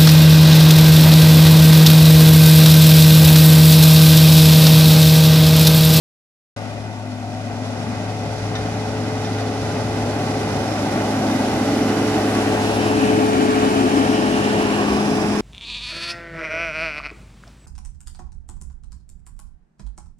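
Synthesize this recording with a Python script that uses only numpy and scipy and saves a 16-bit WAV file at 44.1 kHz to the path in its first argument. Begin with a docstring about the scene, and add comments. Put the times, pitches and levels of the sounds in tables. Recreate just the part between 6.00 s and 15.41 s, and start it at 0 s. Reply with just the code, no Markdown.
"""A six-cylinder diesel tractor drives a cutting header through a dry standing crop, comes close and passes.
At steady speed and revs, its periodic firings give a hum and excite resonances: a hollow boom in the
exhaust, a roar in the block, a clatter in the covers. The cooling fan adds its blade tone. Stalks hiss
and crackle in the cutter bar; the header drones and knocks; the chassis rumbles in a light breeze.
The timbre changes as the open flank of the machine turns to the listener."""
import sys
import numpy as np
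from scipy import signal
from scipy.fft import rfft, irfft, next_fast_len
from scipy.io import wavfile
from scipy.ndimage import uniform_filter1d, map_coordinates

SR = 44100
rng = np.random.default_rng(int(sys.argv[2]) if len(sys.argv) > 2 else 0)


def dump(signal):
    """Clip the signal to [-1, 1] and save it as 16-bit WAV at the path in sys.argv[1]."""
    limited = np.clip(np.atleast_2d(signal).T, -1, 1)
    pcm = np.round(limited * 32767).astype(np.int16)
    wavfile.write(sys.argv[1], SR, pcm)


N = 414981
TIME = np.arange(N) / SR
FFT_SIZE = next_fast_len(N + 4096, real=True)
BIN_HZ = np.arange(FFT_SIZE // 2 + 1) * SR / FFT_SIZE
CRANK_HZ, BLADE_HZ, STROKE_HZ = 34.93, 429.0, 49.65   # crank, fan blades, header drive, at the source
DRIVE_M_PER_S = 2.01


def exhaust_hum(turns, pan_db):
    """Periodic excitation: three firings a crank turn give the firing tone and its octave."""
    # firing tone and octave: t/s, relative level/dB
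    fundamental = [(0.6, -30.5), (1.1, -31), (3.0, -27), (4.2, -28), (5.4, -32), (6.7, -28), (7.5, -33),
                   (8.7, -37), (8.95, -43), (9.1, -37.5), (9.4, -35)]
    octave = [(.5, -43), (2.5, -45), (3.9, -43), (4.4, -33), (5.25, -29), (6.1, -29.5), (7.2, -28),
              (7.7, -27.5), (8.5, -26), (9.0, -23.5), (9.4, -23.5)]
    firing_db, = in_time(fundamental)
    octave_db, = in_time(octave)
    first = from_db(firing_db - 0.13) * tone(3 * turns, waver_db=0.56, jitter=0.11)
    second = from_db(octave_db) * tone(6 * turns, waver_db=0.6, jitter=0.062)
    return first * panned(0.63 * pan_db + 0.5) + second * panned(pan_db - 0.5)


def firings(turns, depth, decay):
    """Amplitude modulation: each firing is a burst of turbulence; decay is a share of the firing period."""
    # each cylinder in firing order: relative level/dB
    cylinders_db = [0, 2, -3, 2, 3, 4]
    count = np.floor(3 * turns).astype(int)
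    scatter_db = rng.normal(0, 3.2, count[-1] + 1)[count]
    strength = from_db(np.array(cylinders_db)[count % len(cylinders_db)] + scatter_db)
    since = 3 * turns - count
    burst = rms_one(strength * np.exp(-since / decay))
    return np.sqrt(1 - depth + depth * burst ** 2) * rng.standard_normal((2, N))


def exhaust_boom(turns, level_db, flank):
    """Cavity resonance: the firings drive the exhaust, whose sharpest mode makes the boom throb."""
    # spectra from the front and the flank: f/Hz, level/dB, pan/dB
    front = [(162, -20, 0), (222, -8, 0), (245, -0.5, 0), (292, -1.5, 0), (310, -6, 0), (339, -9.5, 0),
             (407, -7, 0), (520, -15.5, 0), (586, -15, 0)]
    side = [(164, -26, -7), (230, -18, -4), (262, 1, 0), (284, -1.5, 0), (344, -3.5, -0.5),
            (414, -6.5, -3.5), (443, -14.5, -1), (484, -23, 4), (600, -46, 0)]
    # sharpest mode and slow swells: t/s, f/Hz, mode level/dB re the broad boom, swell/dB
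    resonance = [(.5, 239.4, 7, -1), (1.4, 242.8, 4.5, 0.5), (1.85, 242.2, 4, 2.5), (2.4, 250, -5, -1),
                 (3.0, 252.5, 1, 1.5), (4.65, 258.3, -13, 0), (5.17, 265.9, 1, 2.5), (5.8, 263.7, 3, 3),
                 (6.15, 306.7, -3, 2), (6.5, 299.2, -13, -1.7), (6.8, 283, -16, -2.5), (7.0, 275.4, 6, 2),
                 (7.7, 272.5, 2, 2), (7.97, 270, 1.5, 2), (8.2, 267, 3, 0.5), (8.8, 264.7, -12, 1.5),
                 (9.4, 261.4, -13, 2.5)]
    # short surges: t/s, gain/dB
    surges = [(1.88, 3.5), (3.51, 4), (4.10, 3.5), (5.22, 2), (5.82, 2), (7.04, 2.5), (7.39, 2.5),
              (7.85, 5.5), (7.98, 4.5), (8.77, 2)]
    mode_hz, mode_db, swell_db = in_time(resonance)
    mode_gain = from_db(mode_db)
    broad = turning(lambda: firings(turns, depth=0.088, decay=1.0), front, side, flank)
    boom = (broad + mode_gain * throb(mode_hz, width_hz=28.0)) / np.hypot(1, mode_gain)
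    surge_db = sum(db * bump(s, half_s=0.019) for s, db in surges)
    return boom * from_db(level_db + swell_db + surge_db + 0.2 * drift(35))


def throb(hz, width_hz):
    """Beating: a narrow resonance fluctuates quickly but, fed steadily, never drops out for long."""
    ringing = narrow_hiss(hz, width_hz)[0]
    power = uniform_filter1d(ringing ** 2, size=3500)
    return rms_one(ringing / (np.abs(power) + 1e-9) ** .48)


def block_roar(turns, level_db, flank):
    """Forced vibration: the firings shake the engine block, which radiates in the midrange."""
    # spectra from the front and the flank: f/Hz, level/dB, pan/dB
    front = [(386, -20, 0), (455, -13.5, 9), (514, -1.5, 10), (592, 4, 0), (657, 0.5, -2), (710, 1, 0.5),
             (820, 1.5, -3), (886, -1, -2), (953, -11.5, -4), (1060, -29, -4), (1390, -39, 0)]
    side = [(376, -21, 2), (460, -8, 16), (514, -3, 17), (570, -3, 3), (646, 1, 4), (737, 2.5, -0.5),
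            (815, -1, -1), (870, -1, -5.5), (1000, -6.5, -4), (1090, -14.5, -5), (1380, -14.5, -7)]
    roar = turning(lambda: firings(turns, depth=0.082, decay=0.56), front, side, flank)
    return roar * from_db(level_db + 0.46 * drift(19))


def block_growl(flank):
    """Directivity: one narrow resonance of the block carries ahead and fades as the flank appears."""
    # the resonance: t/s, f/Hz, level/dB on the front axis
    resonance = [(.5, 701, -50), (1.6, 735, -43.5), (2.6, 750, -41), (4.0, 766, -45), (5.5, 756.6, -37)]
    centre_hz, level_db = in_time(resonance)
    growl = narrow_hiss(centre_hz, width_hz=53)[0]
    return from_db(level_db) * np.sqrt(1 - flank) * growl * panned(2.0)


def cover_clatter(turns, level_db, flank):
    """Plate vibration: the firings rattle the thin covers, which radiate above the roar."""
    # spectra from the front and the flank: f/Hz, level/dB, pan/dB
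    front = [(800, -26, 1), (997, 0.5, 5), (1140, 1.5, 0), (1215, 1.5, 2), (1345, 1, 1), (1400, 3, -1.5),
             (1560, 1.5, -3), (1705, -6, -4), (2020, 2.5, -1.5), (2295, -8.5, -3), (2446, -1, 9.5),
             (2790, -8, 6), (3020, -5.5, -1), (3400, -21, -7), (4200, -38, 0)]
    side = [(800, -6, -6), (1000, -1.5, -1), (1120, 2.5, -3.5), (1280, -2.5, 2.5), (1390, -2, 4),
            (1520, -1, 4), (1860, -2, -0.5), (2040, -8, 4), (2300, -3, 2), (2790, -7, -2),
            (2960, -4.5, -2.5), (3270, -11.5, 4), (4230, -14.5, -2)]
    clatter = turning(lambda: firings(turns, depth=0.075, decay=0.81), front, side, flank)
    return clatter * from_db(level_db + 0.62 * drift(8.1))


def engine_lines(turns, roar_db):
    """Rotational orders: unequal cylinders and the shafts leave weak, wavering spectral lines."""
    # multiple of the crank rate, level/dB re the roar
    orders = [(1.83, -22), (4.1, -24), (5, -27), (7, -19), (9, -14), (15, -18), (21.35, -21.5),
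              (28.5, -25.5)]
    lines = sum(from_db(db) * tone(order * turns, waver_db=4.5, jitter=1.0) for order, db in orders)
    return from_db(roar_db) * lines


def fan(cycles, roar_db, flank):
    """Blade-passing tone: the fan sounds with weak harmonics and a gear whine locked to its shaft."""
    # blade tone: t/s, level/dB
    envelope = [(.6, -45.5), (1.15, -52.5), (1.85, -42), (2.55, -35.5), (3.6, -32.5), (4.3, -34),
                (4.52, -30), (4.8, -45), (5.1, -35.5), (5.3, -43), (5.5, -33), (5.7, -29), (6.4, -27),
                (6.75, -28.5), (7.03, -21.5), (7.65, -22), (7.95, -26.5), (8.62, -25), (8.78, -34),
                (8.85, -42), (8.93, -29.5), (9.2, -27.5), (9.4, -28)]
    # overtones: multiple of the blade rate, level/dB re the roar with the flank in full view
    harmonics = [(2, -12.5), (3, -25)]
    blade_db, = in_time(envelope)
    blades = from_db(blade_db) * tone(cycles, waver_db=0.74, jitter=0.09)
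    overtones = sum(from_db(roar_db + db) * tone(multiple * cycles, waver_db=2.5, jitter=0.37)
                    for multiple, db in harmonics)
    whine = from_db(roar_db - 24.0 + 4.5 * flank) * tone(2.63 * cycles, waver_db=4.5, jitter=0.75)
    return blades * panned(1.1 - 4.1 * flank) + flank * overtones + whine * panned(.5 - 3 * flank)


def panels():
    """Directional radiation: each sheet-metal panel rings thinly while it faces the listener."""
    # t/s, half length/s, f/Hz, bandwidth/Hz, level/dB, pan/dB
    rings = [(5.9, 1, 1400, 35, -45, -1), (6.0, .5, 2960, 60, -47, 0), (6.8, .35, 3030, 60, -42, -5),
             (8.3, .4, 1790, 34.8, -38, 2), (8.0, .5, 3140, 79.6, -42, -2),
             (8.853, 0.22, 1100, 68, -32.5, 2), (8.65, .25, 2890, 40, -42, -1),
             (9.2, 0.38, 2690, 50, -42, 1)]
    return sum(from_db(db) * bump(s, half_s) * narrow_hiss(np.full(N, hz), width_hz)[0] * panned(pan_db)
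               for s, half_s, hz, width_hz, db, pan_db in rings)


def crop_crackle(turns, level_db, flank):
    """Superposition: in the treble, breaking stalks mingle with the ticks of the injectors."""
    # spectra from the front and the flank: f/Hz, level/dB, pan/dB
    front = [(2300, -18, -10), (3400, 2, 4), (4200, 0, -1), (5030, 0.5, -4), (5670, 0, -3),
             (6500, -3.5, -1.5), (7700, -6.5, 4.5), (8400, -12, 2), (9300, -7, 14), (10900, -13, 1),
             (11800, -20, 8), (15000, -40, 15)]
    side = [(2300, -36, 15), (3400, -0.5, -13), (4220, -1.5, -4), (5000, -1.5, -3.5), (5700, 0, -6.5),
            (6360, -4, -0.5), (7700, -5, -0.5), (8450, -9.5, 2), (9300, -7, 3), (10800, -10, -4),
            (12000, -17, -7), (15000, -26, 2)]

    def force():
        stalks = snaps(per_s=2500, spread_db=4.0, share=0.21)
        injectors = firings(turns, depth=0.41, decay=0.41)
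        return stalks + .42 * injectors
    return turning(force, front, side, flank) * from_db(level_db + 0.7 * drift(24))


def snaps(per_s, spread_db, share):
    """Shot noise: dry stalks break at random, in many sizes, over a smooth rush of sliding straw."""
    sizes = from_db(spread_db * np.minimum(rng.exponential(1, (2, N)), 4))
    signs = rng.choice([-1, 1], (2, N))
    breaks = rng.random((2, N)) < per_s * from_db(3 * drift(9)) / SR
    rush = rng.standard_normal((2, N))
    return np.sqrt(share) * rms_one(sizes * signs * breaks) + np.sqrt(1 - share) * rush


def cutter():
    """Brittle fracture: the finest snaps of the stalks are heard only while the cutter bar is close."""
    # f/Hz, level/dB, pan/dB
    spectrum = [(4000, -9, -4), (6000, -8, -2), (8400, 2, 1), (11000, 5, -7), (13000, -2, -5),
                (15000, -7, 2)]
    level_db = passing(-47.5, nearest_s=6, reach_m=2, loss_db_per_m=0.5)
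    return from_db(level_db) * radiate(snaps(per_s=2000, spread_db=-1.0, share=0.44), spectrum)


def header_sizzle():
    """Narrow-band noise: two metallic hisses, about an octave apart, swell as the header goes by."""
    # lower and upper band: t/s, f/Hz, level/dB
    lower_band = [(.5, 2450, -56), (1.5, 2480, -54), (2.5, 2500, -54), (5.7, 2600, -54), (6.9, 2650, -38),
                  (7.13, 2560, -35.5), (7.24, 2480, -43), (7.35, 2466, -37), (7.45, 2450, -52),
                  (7.8, 2600, -39), (8.05, 2800, -46), (8.3, 2820, -36.5), (8.8, 2760, -40.5),
                  (9.1, 2560, -44), (9.4, 2540, -45)]
    upper_band = [(.5, 5330, -70), (7.5, 5350, -60), (8.1, 5470, -42), (8.6, 5273, -49), (9.0, 5070, -42),
                  (9.4, 5020, -44)]
    low_hz, low_db = in_time(lower_band)
    high_hz, high_db = in_time(upper_band)
    low = from_db(low_db) * narrow_hiss(low_hz, width_hz=150) * panned(-9.0)
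    high = from_db(high_db) * narrow_hiss(high_hz, width_hz=220) * panned(-6.0)
    return low + high


def rasps():
    """Noise bursts: the cutter bar bites into thick clumps, each a brief swell of bright hiss."""
    # t/s, half length/s, f/Hz, level/dB
    clumps = [(1.801, .08, 5400, -51), (4.72, .1, 5340, -43), (6.849, .07, 5230, -38.5),
              (8.21, .04, 5030, -42)]
    swells = sum(from_db(db) * bump(s, half_s) * narrow_hiss(np.full(N, hz), width_hz=220)
                 for s, half_s, hz, db in clumps)
    return swells * panned(-6.0)


def header_knocks():
    """Impact excitation: the header hits something hard, rattles, and rings in its damped modes."""
    # t/s, level/dB, spectral tilt/(dB per octave)
    impacts = [(2.553, -28.5, -0.5), (3.247, -34.5, 3), (3.384, -35, -3), (5.312, -38, 7)]
    # rattle before the tilt: f/Hz, level/dB, pan/dB
    spectrum = [(600, -15, 0), (1096.6, 0, 3), (1800, 3, 0), (2700, -7, 0), (3650, 2.5, -1), (4500, -5, -2),
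                (5800, 2, -11), (7500, -29, 0), (14000, -35, 0)]
    # frame modes before the tilt: f/Hz, level/dB, T60/s
    frame_modes = [(1423, -2, 0.14), (1790, -5, 0.22), (3630, -4, .2), (5340, -9, .09), (6030, -13, .08)]
    pivot_hz, rattle_decay_s = 2000, 0.019
    clanks = 0
    for s, db, brightness in impacts:
        age = np.maximum(TIME - s, 0)
        tilt_db = lambda hz: brightness * np.log2(hz / pivot_hz)
        colour = [(hz, level_db + tilt_db(hz), pan_db) for hz, level_db, pan_db in spectrum]
        rattle = np.exp(-age / rattle_decay_s) * radiate(rng.standard_normal((2, N)), colour)
        ring = sum(from_db(mode_db + tilt_db(hz) - 60 * age / t60) * np.sin(2 * np.pi * hz * age)
                   for hz, mode_db, t60 in frame_modes)
        clanks = clanks + from_db(db) * (age > 0) * (rattle + ring)
    return clanks


def header_drone(cycles):
    """Harmonic series: the strokes of the header drive give a rough drone that fades as it nears."""
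    # multiple of the stroke rate, relative level/dB
    harmonics = [(3, -11), (5, -1.5), (6, -10), (7, -14), (8, -15), (11, -23), (12, -18.5), (13, -12.5),
                 (14, -7), (15, -7.5), (18, -15.5), (19, -18.5)]
    # t/s, level/dB
    envelope = [(.5, -39), (1.25, -36.5), (1.5, -36), (1.9, -37.5), (2.3, -39), (3.2, -41.5), (4.2, -39),
                (5.2, -46), (6.5, -67)]
    level_db, = in_time(envelope)
    lines = sum(from_db(db) * tone(multiple * cycles, waver_db=3.0, jitter=0.86)
                for multiple, db in harmonics)
    return from_db(level_db) * lines * panned(2.6)


def chassis_rumble():
    """Random excitation: tyres and chassis jolt over uneven ground."""
    # t/s, level/dB
    envelope = [(.5, -37), (1.1, -44.5), (1.7, -37), (2.4, -32.5), (3.2, -33), (4.1, -31), (5.0, -31.5),
                (6.0, -33), (7.0, -32.5), (7.6, -34.5), (8.4, -30.5), (9.4, -30)]
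    # f/Hz, level/dB, pan/dB
    spectrum = [(20, -36, 0), (40, -20, 0), (63, -7.5, 1), (84, -3.5, -11.5), (119, -1.5, 5.5),
                (150, 1.5, 2), (172, -1, 1), (188, 0.5, -1), (227, -8.5, 1), (298, -54, -3)]
    level_db, = in_time(envelope)
    return from_db(level_db + 0.9 * drift(4.9)) * radiate(rng.standard_normal((2, N)), spectrum)


def breeze():
    """Turbulent pressure: a light breeze buffets the microphone in the deep bass."""
    # t/s, level/dB
    envelope = [(.5, -64), (1.1, -60), (1.4, -52), (2.2, -49), (2.7, -46), (3.3, -56), (4.0, -47),
                (4.8, -49), (6.0, -54), (6.7, -47), (7.4, -48), (8.3, -54), (8.9, -48), (9.4, -49)]
    # f/Hz, level/dB, pan/dB
    spectrum = [(24, -13, 0), (36, -3, 0), (55, 2, 0), (80, -11, 0)]
    own_share = .3   # of the power, independent at each ear
    level_db, = in_time(envelope)
    buffet = lambda: radiate(rng.standard_normal((2, N)), spectrum)
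    shared = buffet()
    own = np.array([buffet()[0] for ear in "LR"])
    return from_db(level_db + 1.5 * drift(4)) * (np.sqrt(1 - own_share) * shared + np.sqrt(own_share) * own)


def passing(nearest_db, nearest_s, reach_m, loss_db_per_m):
    """Spherical spreading and loss in the crop: level/dB of a passing part; a long reach swells broadly."""
    path_m = np.hypot(reach_m, DRIVE_M_PER_S * (TIME - nearest_s))
    return nearest_db - 20 * np.log10(path_m / reach_m) - loss_db_per_m * (path_m - reach_m)


def doppler(abreast_s, gap_m):
    """Doppler effect: the frequency ratio is slightly sharp on the approach, slightly flat once past."""
    along_m = DRIVE_M_PER_S * (TIME - abreast_s)
    return 1 - DRIVE_M_PER_S / 343 * along_m / np.hypot(gap_m, along_m)


def turning(force, front, side, flank):
    """Directivity: the front spectrum gives way to the side spectrum as the flank comes into view."""
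    return np.sqrt(1 - flank) * radiate(force(), front) + np.sqrt(flank) * radiate(force(), side)


def radiate(force, colour):
    """Source and filter: two independent forces ring a body of this spectrum; stereo, unit power."""
    # the ears agree less towards the treble: f/Hz, interaural coherence
    coherence = [(30, 0.93), (100, 1), (350, 0.99), (800, 0.96), (1200, 0.61), (1500, 0.58), (1750, 0.33),
                 (2050, 0.49), (2600, 0.35), (3600, 0.28), (5000, 0.09), (8000, 0.11), (15000, .08)]
    level_db, pan_db = in_frequency(colour)
    low_skirt = np.minimum(BIN_HZ / colour[0][0], 1) ** 4
    high_skirt = np.minimum(colour[-1][0] / (BIN_HZ + 1), 1) ** 4
    gain = panned(pan_db) * low_skirt * high_skirt * from_db(level_db)
    alike = np.clip(in_frequency(coherence)[0], 0, .999)
    mid, side = rfft(force, FFT_SIZE)
    ears = np.sqrt(1 + alike) * mid + np.sqrt(1 - alike) * side * [[1], [-1]]
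    return rms_one(irfft(ears * gain, FFT_SIZE)[:, :N])


def shadowed(ears, hidden_s, fade_s):
    """Acoustic shadow: the bright noise turns hollow once the tractor's body hides the header."""
    # f/Hz, gain/dB
    shadow = [(1700, 0.5), (2000, -1), (2500, 0.5), (3000, -3.5), (3300, 1), (3700, -2), (4500, -3),
              (5100, 2), (7000, 0)]
    gain_db, = in_frequency(shadow)
    hidden = irfft(rfft(ears, FFT_SIZE) * from_db(gain_db), FFT_SIZE)[:, :N]
    share = .5 + .5 * np.tanh((TIME - hidden_s) / fade_s)
    return (1 - share) * ears + share * hidden


def from_the_left(ears, lead_ms):
    """Interaural time difference: the right ear hears a source on the left later."""
    right = map_coordinates(ears[1], [(TIME - lead_ms / 1000) * SR], order=5, mode="nearest")
    return np.array([ears[0], right])


def phase_ripple(ears):
    """Phase ripple: the right channel's phase shifts unevenly from one frequency to the next."""
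    # f/Hz, extra lag of the right channel/rad
    phase_lag = [(200, -0.081), (330, -0.052), (440, 0.25), (520, 0.18), (690, -0.12), (850, 0.017),
                 (1050, 0.26), (1300, 0.36), (1480, -.35), (1750, 0.21), (2020, -.35), (2650, .3),
                 (3000, 0.033), (3250, .4), (4000, -0.023)]
    radians, = in_frequency(phase_lag)
    right = irfft(rfft(ears[1], FFT_SIZE) * np.exp(-1j * radians), FFT_SIZE)[:N]
    return np.array([ears[0], right])


def tone(cycles, waver_db, jitter):
    """Random modulation: a sinusoid near unit power wavers in level and in phase (jitter/rad)."""
    return np.sqrt(2) * np.sin(2 * np.pi * cycles + jitter * drift(9.3)) * from_db(waver_db * drift(6.1))


def narrow_hiss(hz, width_hz):
    """Quadrature modulation: a narrow noise band about a movable centre, independent at each ear."""
    phase = 2 * np.pi * np.cumsum(hz) / SR
    return np.array([drift(width_hz) * np.sin(phase) + drift(width_hz) * np.cos(phase) for ear in "LR"])


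def drift(corner_hz):
    """Low-pass noise: a slow random fluctuation of unit spread."""
    step, settle = 40, 2000   # samples a point; points for the filter to settle
    pole = np.exp(-2 * np.pi * corner_hz * step / SR)
    white = rng.standard_normal(N // step + settle + 2)
    slow = signal.lfilter([1], [1, -2 * pole, pole * pole], white)[settle:]
    return np.interp(np.arange(N) / step, np.arange(len(slow)), rms_one(slow))


def bump(s, half_s):
    """Gaussian swell of height 1."""
    return np.exp(-((TIME - s) / half_s) ** 2)


def panned(pan_db):
    """Interaural level difference: two rows of gains at constant power; pan is left minus right."""
    gains = from_db(np.array([pan_db, -pan_db]) / 2).reshape(2, -1)
    return gains / np.sqrt(np.mean(gains ** 2, axis=0))


def in_time(rows):
    """Linear interpolation of each column at every sample."""
    s, *columns = np.transpose(rows)
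    return [np.interp(TIME, s, column) for column in columns]


def in_frequency(rows):
    """Log-frequency interpolation of each column at every FFT bin."""
    hz, *columns = np.transpose(rows)
    return [np.interp(np.log(BIN_HZ + 1e-3), np.log(hz), column) for column in columns]


def from_db(db):
    """Level to amplitude ratio."""
    return 10 ** (np.asarray(db) / 20)


def rms_one(x):
    """Normalisation to unit power."""
    return x / np.sqrt(np.mean(x ** 2) + 1e-20)


def scene():
    """Superposition: the low engine voice and the bright covers and crop, each from its own direction."""
    # the machine's noise sags and recovers: t/s, gain/dB
    sway = [(.56, 2.2), (1.05, -2.5), (1.5, -0.5), (1.85, 1.5), (2.15, 0.5), (2.6, 1.5), (3.2, 0.5),
            (8.9, -0.5), (9.4, -1.5)]
    # the roar surges and eases with the load: t/s, gain/dB
    load_swells = [(4.5, 1.3), (5.1, 1.5), (6.1, -0.3), (9.3, -1)]
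    # t/s, then pan/dB of boom, roar, clatter and crop
    directions = [(0.56, 9, 5.9, 1.5, -1), (2.8, 2.5, 2.8, -0.5, -4.5), (6.1, -1, 1.44, -1.5, -3.5),
                  (7.1, 6.5, 4.1, -0.5, 4.5), (8.4, 5, 3.9, -1.5, 4), (9.41, 3, 2.33, -4.5, -1)]
    # t/s, share of the flank in view, lead of the bright noise at the left ear/ms
    view = [(.5, 0, 0.15), (3.5, 0.07, 0.086), (5.0, 0.27, 0.11), (5.9, 0.3, 0.069), (6.3, 0.64, 0.095),
            (6.8, 0.75, 0.23), (7.3, 0.94, 0.43), (7.8, 0.92, 0.414), (8.3, 0.93, 0.31), (8.8, 0.93, 0.23),
            (9.4, 0.88, 0.14)]
    boom_pan, roar_pan, clatter_pan, crop_pan = in_time(directions)
    flank, lead_ms = in_time(view)
    source_s = np.cumsum(doppler(abreast_s=7.3, gap_m=2.992)) / SR
    turns = CRANK_HZ * source_s

    sway_db, = in_time(sway)
    load_db = sum(db * bump(s, half_s=0.21) for s, db in load_swells)
    boom_db = sway_db + passing(-20.5, nearest_s=7.5, reach_m=4.5, loss_db_per_m=0.75)
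    roar_db = sway_db + passing(-25, nearest_s=7.5, reach_m=9, loss_db_per_m=1) + load_db
    clatter_db = sway_db + passing(-27, nearest_s=8, reach_m=5, loss_db_per_m=0.4157)
    crop_db = sway_db + passing(-34.5, nearest_s=7.5, reach_m=13, loss_db_per_m=1.36)

    low = exhaust_hum(turns, boom_pan) + exhaust_boom(turns, boom_db, flank) * panned(boom_pan)
    low += block_roar(turns, roar_db, flank) * panned(roar_pan) + block_growl(flank)
    low += engine_lines(turns, roar_db) + fan(BLADE_HZ * source_s, roar_db, flank)
    low += header_drone(STROKE_HZ * source_s) + chassis_rumble()
    bright = cover_clatter(turns, clatter_db, flank) * panned(clatter_pan)
    bright += crop_crackle(turns, crop_db, flank) * panned(crop_pan) + cutter()
    bright = shadowed(bright, hidden_s=9.05, fade_s=.15)
    bright += panels() + header_sizzle() + rasps() + header_knocks()
    machine = from_the_left(low, 0.65 * lead_ms + 0.045) + from_the_left(bright, lead_ms)
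    return phase_ripple(machine) + breeze()


def record(dry):
    """Gating and band limiting: silence, then an abrupt start; edges are click-free, the top is cut."""
    start_s, fade_s, cutoff_hz = .562, .003, 15000
    top_cut = signal.ellip(12, .1, 80, cutoff_hz, fs=SR, output="sos")
    inside_s = np.minimum(TIME - start_s, TIME[-1] - TIME)
    gate = np.sin(np.pi / 2 * np.clip(inside_s / fade_s, 0, 1)) ** 2
    return signal.sosfilt(top_cut, dry * gate + 1e-18)


dry = scene()
out = record(dry)
dump(out)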